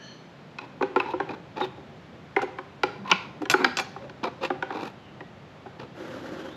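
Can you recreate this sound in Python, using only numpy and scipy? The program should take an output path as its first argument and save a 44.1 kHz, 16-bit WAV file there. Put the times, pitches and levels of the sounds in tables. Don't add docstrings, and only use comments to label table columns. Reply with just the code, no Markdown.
import sys
import numpy as np
from scipy import signal
from scipy.fft import rfft, irfft, next_fast_len
from scipy.io import wavfile
from scipy.ndimage import uniform_filter1d, map_coordinates

SR = 44100
rng = np.random.default_rng(int(sys.argv[2]) if len(sys.argv) > 2 else 0)


def digitize_waveform(pressure):
    field = np.atleast_2d(pressure).T
    bounded = np.clip(field, -1, 1)
    quanta = np.round(bounded * 32767).astype(np.int16)
    wavfile.write(sys.argv[1], SR, quanta)


N = 289296
TIME_S = np.arange(N) / SR
HIT_S = np.arange(SR // 2) / SR
TOP_HZ = 13900


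# f/Hz, level/dB, t60/s
SLED_MODES = [(290, -7.5, 0.097), (382.4, 2, 0.084), (390, -4, 0.13), (526.5, -5.5, 0.085),
              (804, -2.5, 0.077), (908, -3.5, 0.025), (1034, -5.5, 0.049), (1215, -6, 0.03),
              (1434, 0, 0.023), (1895, -2, 0.012), (2360, -2.5, 0.011), (2686, -13, 0.015),
              (3320, -3, 0.0055), (3960, -12.5, 0.025), (4780, -15, 0.0058)]
# t/s, level/dB, thump/dB re level, tick/dB re level, favoured mode f/Hz
SLED_BLOWS = [(0.586, -25.5, -17, -5.5, 2544), (0.81, -18, -1, -23.5, 870), (0.825, -16.5, 0.5, -9.5, 924),
              (0.961, -9, -4.5, -15.5, 880), (1.0, -14, -13, -10, 2605), (1.136, -18.5, -1, -31.5, 946),
              (1.201, -15.5, -5.5, -17, 797), (1.291, -28.5, 0, -10, 2470), (1.611, -16.5, -4, -20, 834),
              (1.778, -42.5, 5, -16, 770), (2.364, -10.5, -4.5, -14, 2082), (2.39, -19.5, -20, -30, 950),
              (2.416, -24, -2.5, -21, 1356), (2.427, -19.5, -1, -17.5, 786),
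              (2.586, -23.5, -8, -12.5, 1018), (2.834, -11.5, -6, -5.5, 1400),
              (3.054, -27.5, -24, -30, 1010), (3.114, -10, -14, -5, 1094), (3.121, -12, -20, -20, 1036),
              (3.418, -26, 0, -25, 790), (3.455, -27.5, -5.5, -5.5, 1680), (3.539, -6, -6, -13.5, 1437),
              (3.645, -7.5, -17.5, -4.5, 1620), (3.787, -19, -14.5, -1, 1086), (3.798, -21, -9.5, -2, 820),
              (3.963, -26, -15, -49, 840), (4.096, -36, -3, -4.5, 1500), (4.24, -21.5, -1, -4.5, 1060),
              (4.503, -16.5, -3, -17, 812), (4.625, -16.5, -11, -13, 1492), (4.705, -22.5, -7, -17.5, 826),
              (5.206, -31.5, -5, -11.5, 1900), (5.66, -31, -5, -25, 745)]

def knocks():
    out = np.zeros(N)
    for at_s, level_db, thump_db, tick_db, mode_hz in SLED_BLOWS:
        modes = ring(SLED_MODES, scatter_db=2.5, detune=0.028)
        blow = bending_waves(modes, lag_s=0.001908) + amp(1) * burst(t60_s=0.01)
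        mode_envelope = amp(-60 * HIT_S / 0.025) * (1 - np.exp(-HIT_S / 0.0021))
        favoured = np.sin(2 * np.pi * mode_hz * HIT_S) * mode_envelope
        reflected = bench_echoes(blow, echo_db=-10.5, spread_s=0.0055)
        smeared = soft_contact(reflected, corner_hz=7000 * 2 ** (tick_db / 9))
        thump = sized(band(blow, 234, 628), level_db + thump_db - 3)
        rap = sized(sized(band(smeared, 805, 1910), 0) + sized(favoured, -1.5), level_db - 8)
        tick = sized(band(smeared, 2320, 5560), level_db + tick_db - 9.5)
        fizz = sized(band(smeared, 6000, 12000), level_db + tick_db - 33)
        rattle = sized(band(burst(t60_s=0.48), 270, 2630), level_db - 24.5)
        add(out, at_s - 0.0005, workshop(thump + rap + tick + fizz, wet_db=-12) + rattle)
    return out


# f/Hz, level/dB, t60/s
STEEL_MODES = [(1476, -6, 0.17), (2390, -6, 0.13), (2640, 7, 0.021), (3010, -5, 0.041), (3400, -11.5, 0.12),
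               (3900, -12, 0.044), (4350, -22.5, 0.59), (4870, -3.5, 0.054), (5580, 2, 0.023),
               (6260, 1.5, 0.035), (6550, -12, 0.25), (7380, 2.5, 0.059), (8360, -3, 0.11),
               (9600, -20, 0.12), (9900, -6, 0.09), (10220, -3.5, 0.1), (12500, -47, .06)]
# t/s, level/dB, sparkle/dB re level
STEEL_CONTACTS = [(2.4178, -29.5, -23.5), (3.418, -38.5, -21), (3.499, -7.5, -19.5), (3.5129, -13.5, -17),
                  (3.7701, -14, -26.5), (3.7955, -18, -22), (4.4484, -31.5, -23)]

def clinks():
    out = np.zeros(N)
    for at_s, level_db, sparkle_db in STEEL_CONTACTS:
        steel = ring(STEEL_MODES, scatter_db=2, detune=0.0022) + amp(5) * burst(t60_s=0.079)
        clink = sized(band(steel, 1400, 5000), level_db - 11.5)
        sparkle = sized(band(steel, 7000, 14000), level_db + sparkle_db - 5.5)
        jolt = sized(band(burst(t60_s=0.16), 130, 1330), level_db - 17)
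        add(out, at_s, workshop(clink + sparkle + jolt, wet_db=-19))
    return out


# f/Hz, relative level/dB, t60/s
CLAMP_MODES = [(830, 2, 0.18), (1080, -2, 0.19), (1610, -20, 0.36), (2100, -9, 0.31), (2500, -16, 1),
               (3000, -4.5, 0.33), (2860, -7, 0.19), (3160, -9, 0.15), (4592, -15, 0.47)]

def clamp_snap(at_s=3.115):
    crack = amp(1) * band(burst(t60_s=0.047), 2250, 3050)
    crack += amp(-3.5) * band(burst(t60_s=0.0093), 4070, 5800)
    bar = amp(-35.5) * ring(CLAMP_MODES, scatter_db=0.5, detune=0)
    buzz = amp(-14) * band(burst(t60_s=0.39), 2130, 2720)
    buzz += amp(-30.5) * band(burst(t60_s=0.41), 2600, 4800)
    out = np.zeros(N)
    add(out, at_s, workshop(crack + bar + buzz, wet_db=-29))
    return out


# f/Hz, relative level/dB
RUB_SPECTRUM = [(88, -53), (150, -6.5), (385, 2), (641, -13), (788, -3), (1240, -6), (1470, -11),
                (2180, -16), (4060, -27.5), (8970, -58.5), (11900, -55), (13600, -78)]
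# t/s, length/s, mid-stroke level/dB, swell/dB, grit/dB re level, squeal f/Hz, squeal/dB re level
TIMBER_STROKES = [(0.604, 0.043, -42, -2, -9, 983, -9), (1.033, 0.072, -37, 8, -10.5, 905, -3.5),
                  (1.29, 0.056, -38, -2.5, -9.5, 841, -9.5), (1.556, 0.085, -32.5, 2, -6, 846, -4.5),
                  (3.032, 0.085, -42.5, 13.5, -2.5, 1038, 0.5), (3.543, 0.119, -31, 8, -16, 360.3, -6.5),
                  (3.992, 0.062, -47.5, 4, -12, 554, 2), (4.227, 0.05, -30.5, -7, -8, 722, -8),
                  (4.404, .044, -31, 7, -6, 537, -9), (4.69, .185, -35.5, 5, -8.5, 791, -12),
                  (5.786, 0.053, -39.5, -7, -6, 498, -7.5)]

def scrapes(attack_s=0.017, release_s=0.014):
    slips = rng.standard_normal(N) * amp(7 * np.tanh(wobble(210)))
    rub = filtered(slips, lambda hz: amp(along(RUB_SPECTRUM, hz)))
    modes = ring(SLED_MODES, scatter_db=-0.5, detune=0)
    wood = signal.fftconvolve(np.diff(slips, prepend=0), modes)[:N]
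    body = unit(band(unit(rub) + amp(-3.5) * unit(wood), 210, 2290))
    grit, fizz = unit(band(rub, 1985, 6500)), unit(band(rub, 7000, 17000))
    out = np.zeros(N)
    for at_s, length_s, level_db, swell_db, grit_db, squeal_hz, squeal_db in TIMBER_STROKES:
        elapsed_s = np.clip(TIME_S - at_s, 0, length_s)
        ramp_db = swell_db * (elapsed_s / length_s - 0.5)
        fizz_db = -28 + 58 * elapsed_s
        grain = amp(grit_db + 2.1 * ramp_db) * (grit + amp(fizz_db) * fizz)
        rubbing = stroke(at_s, length_s, attack_s, release_s) * (amp(ramp_db) * body + grain)
        squeal = np.zeros(N)
        add(squeal, at_s, unit(glide(length_s + 2 * release_s, squeal_hz, squeal_hz, rough=0.05)))
        out += amp(level_db) * (rubbing + amp(squeal_db + ramp_db) * squeal)
    return workshop(out, wet_db=-17.5)


# centre t/s, length/s, f/Hz, level/dB
JOINT_CREAKS = [(1.632, 0.048, 3680, -35), (3.03, .12, 194, -36), (3.135, 0.0586, 195, -29),
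                (3.428, 0.0453, 297, -26), (3.65, .2, 255, -32)]

def creaks():
    out = np.zeros(N)
    for centre_s, length_s, hz, level_db in JOINT_CREAKS:
        add(out, centre_s - length_s / 2, amp(level_db) * glide(length_s, hz, hz, rough=0.05))
    return workshop(out, wet_db=-16)


# f/Hz, relative level/dB
CLOTH_SPECTRUM = [(88, -45), (150, -12.5), (350, 3), (465, -11.5), (521, 2), (629, -12), (1240, -15),
                  (1410, -12), (2400, -25), (2950, -23.5), (6630, -37), (8970, -46.5), (11900, -46.5),
                  (13600, -66)]

def hand_slide(level_db=-38):
    friction = rng.standard_normal(N) * amp(1.4 * wobble(90))
    cloth = unit(filtered(friction, lambda hz: amp(along(CLOTH_SPECTRUM, hz))))
    return amp(level_db) * cloth * stroke(at_s=5.93, length_s=0.54, attack_s=0.078, release_s=0.097)


# centre t/s, length/s, start f/Hz, end f/Hz, level/dB
FAR_CHIRPS = [(.03, .14, 1713, 1720, -51), (.046, 0.11, 5820, 6200, -58.5),
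              (0.044, 0.14, 2925, 3200, -52.5), (0.071, 0.18, 4380, 4170, -54.5),
              (5.04, .2, 3300, 2600, -61), (6.424, 0.09, 3000, 3350, -54.5), (6.534, .09, 3380, 3840, -54)]

def chirps():
    out = np.zeros(N)
    for centre_s, length_s, from_hz, to_hz, level_db in FAR_CHIRPS:
        add(out, centre_s - length_s / 2, amp(level_db) * glide(length_s, from_hz, to_hz, rough=0.032))
    return workshop(out, wet_db=1)


# f/Hz, relative level/dB
ROOM_SPECTRUM = [(15, -81), (25, -43), (72, -10.5), (139, -3), (247, -9), (466, -15), (531, -13.5),
                 (924, -18.5), (1340, -20.5), (2090, -24.5), (3640, -30.5), (11600, -58), (13600, -63)]

def room_tone(rise_s=1.2):
    noise = filtered(rng.standard_normal(N), lambda hz: amp(along(ROOM_SPECTRUM, hz)))

    def part(lo_hz, hi_hz):
        return unit(filtered(noise, lambda hz: (hz >= lo_hz) & (hz < hi_hz)))

    early = np.maximum(1 - TIME_S / rise_s, 0)
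    rumble = part(0, 120) * amp(-56 - 10 * early)
    body = part(120, 900) * amp(-47 - early + 1.2 * wobble(8.8))
    hiss = part(900, TOP_HZ) * amp(-55.5 + 0.23 * wobble(2.5))
    return rumble + body + hiss


# f/Hz, t60/s
WALL_DECAY = [(150, 0.69), (500, 0.69), (2500, 0.54), (6000, 0.64), (12000, 0.57)]

def workshop(x, wet_db):
    hz, t_s, spectrum = signal.stft(rng.standard_normal(len(HIT_S)), SR, nperseg=256)
    decay = amp(-60 * t_s / along(WALL_DECAY, hz)[:, None])
    tail = signal.istft(spectrum * decay, SR, nperseg=256)[1][:len(HIT_S)]
    tail *= 1 - np.exp(-(HIT_S / 0.0076) ** 2)
    return x + amp(wet_db) * signal.fftconvolve(x, tail / np.linalg.norm(tail))[:len(x)]


def bench_echoes(x, echo_db, spread_s):
    taps = np.zeros(SR // 50)
    taps[0] = 1
    delays_s = (np.arange(5) + rng.random(5)) / 5 * spread_s
    taps[1 + (delays_s * SR).astype(int)] = amp(echo_db) * np.sign(rng.standard_normal(5))
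    return signal.fftconvolve(x, taps)[:len(x)]


def bending_waves(x, lag_s):
    return filtered(x, lambda hz: np.exp(-4j * np.pi * lag_s * np.sqrt(1000 * hz)))


def soft_contact(x, corner_hz):
    return signal.sosfilt(signal.butter(2, min(corner_hz, SR / 4), fs=SR, output="sos"), x)


def ring(modes, scatter_db, detune):
    hz, db, t60_s = np.transpose(modes)[:, :, None]
    level, pitch, side = rng.standard_normal((3, len(modes), 1))
    envelopes = np.sign(side) * amp(db + scatter_db * level - 60 * HIT_S / t60_s)
    return np.sum(envelopes * np.sin(2 * np.pi * hz * (1 + detune * pitch) * HIT_S), axis=0)


def burst(t60_s):
    return rng.standard_normal(len(HIT_S)) * amp(-60 * HIT_S / t60_s)


def glide(length_s, from_hz, to_hz, rough):
    progress = np.linspace(0, 1, int(length_s * SR))
    hz = from_hz + (to_hz - from_hz) * progress
    slip = np.sqrt(2 * np.pi * rough * from_hz / SR) * rng.standard_normal(len(progress))
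    slip = uniform_filter1d(slip, size=int(4 * SR / from_hz))
    return np.sin(np.pi * progress) * np.sin(np.cumsum(2 * np.pi * hz / SR + slip))


def stroke(at_s, length_s, attack_s, release_s):
    rise = np.clip((TIME_S - at_s) / attack_s, 0, 1)
    return rise * np.exp(-np.maximum(TIME_S - at_s - length_s, 0) / release_s)


def wobble(knots_per_s):
    return map_coordinates(rng.standard_normal(int(N * knots_per_s / SR) + 4), [TIME_S * knots_per_s])


def amp(db):
    return 10 ** (np.asarray(db) / 20)


def unit(x):
    return x / np.sqrt(np.mean(x ** 2) + 1e-20)


def sized(x, db):
    return amp(db) * x / np.sqrt(np.sum(x ** 2) / (SR / 100))


def along(points, hz):
    point_hz, values = np.transpose(points)
    return np.interp(np.log(hz + 1), np.log(point_hz + 1), values)


def filtered(x, response):
    size = next_fast_len(len(x) + 8192)
    return irfft(rfft(x, size) * response(np.fft.rfftfreq(size, 1 / SR)), size)[:len(x)]


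def band(x, lo_hz, hi_hz):
    return signal.sosfilt(signal.butter(3, [lo_hz, hi_hz], btype="band", fs=SR, output="sos"), x)


def add(track, at_s, sound):
    start = round(at_s * SR)
    sound = sound[max(-start, 0):]
    part = track[max(start, 0):][:len(sound)]
    part += sound[:len(part)]


def scene():
    work = knocks() + clinks() + clamp_snap() + scrapes() + hand_slide() + creaks()
    return (work + chirps() + room_tone())[None]


# f/Hz, gain/dB
MIC_RESPONSE = [(20, -2.5), (7400, 1.5), (8400, -4.5), (9100, -17), (9700, -5), (10400, 1.5), (12500, 4),
                (13700, -30)]

def record(dry):
    return filtered(dry[0], lambda hz: amp(along(MIC_RESPONSE, hz)) * (hz < TOP_HZ))[None]


dry = scene()
out = record(dry)
digitize_waveform(out)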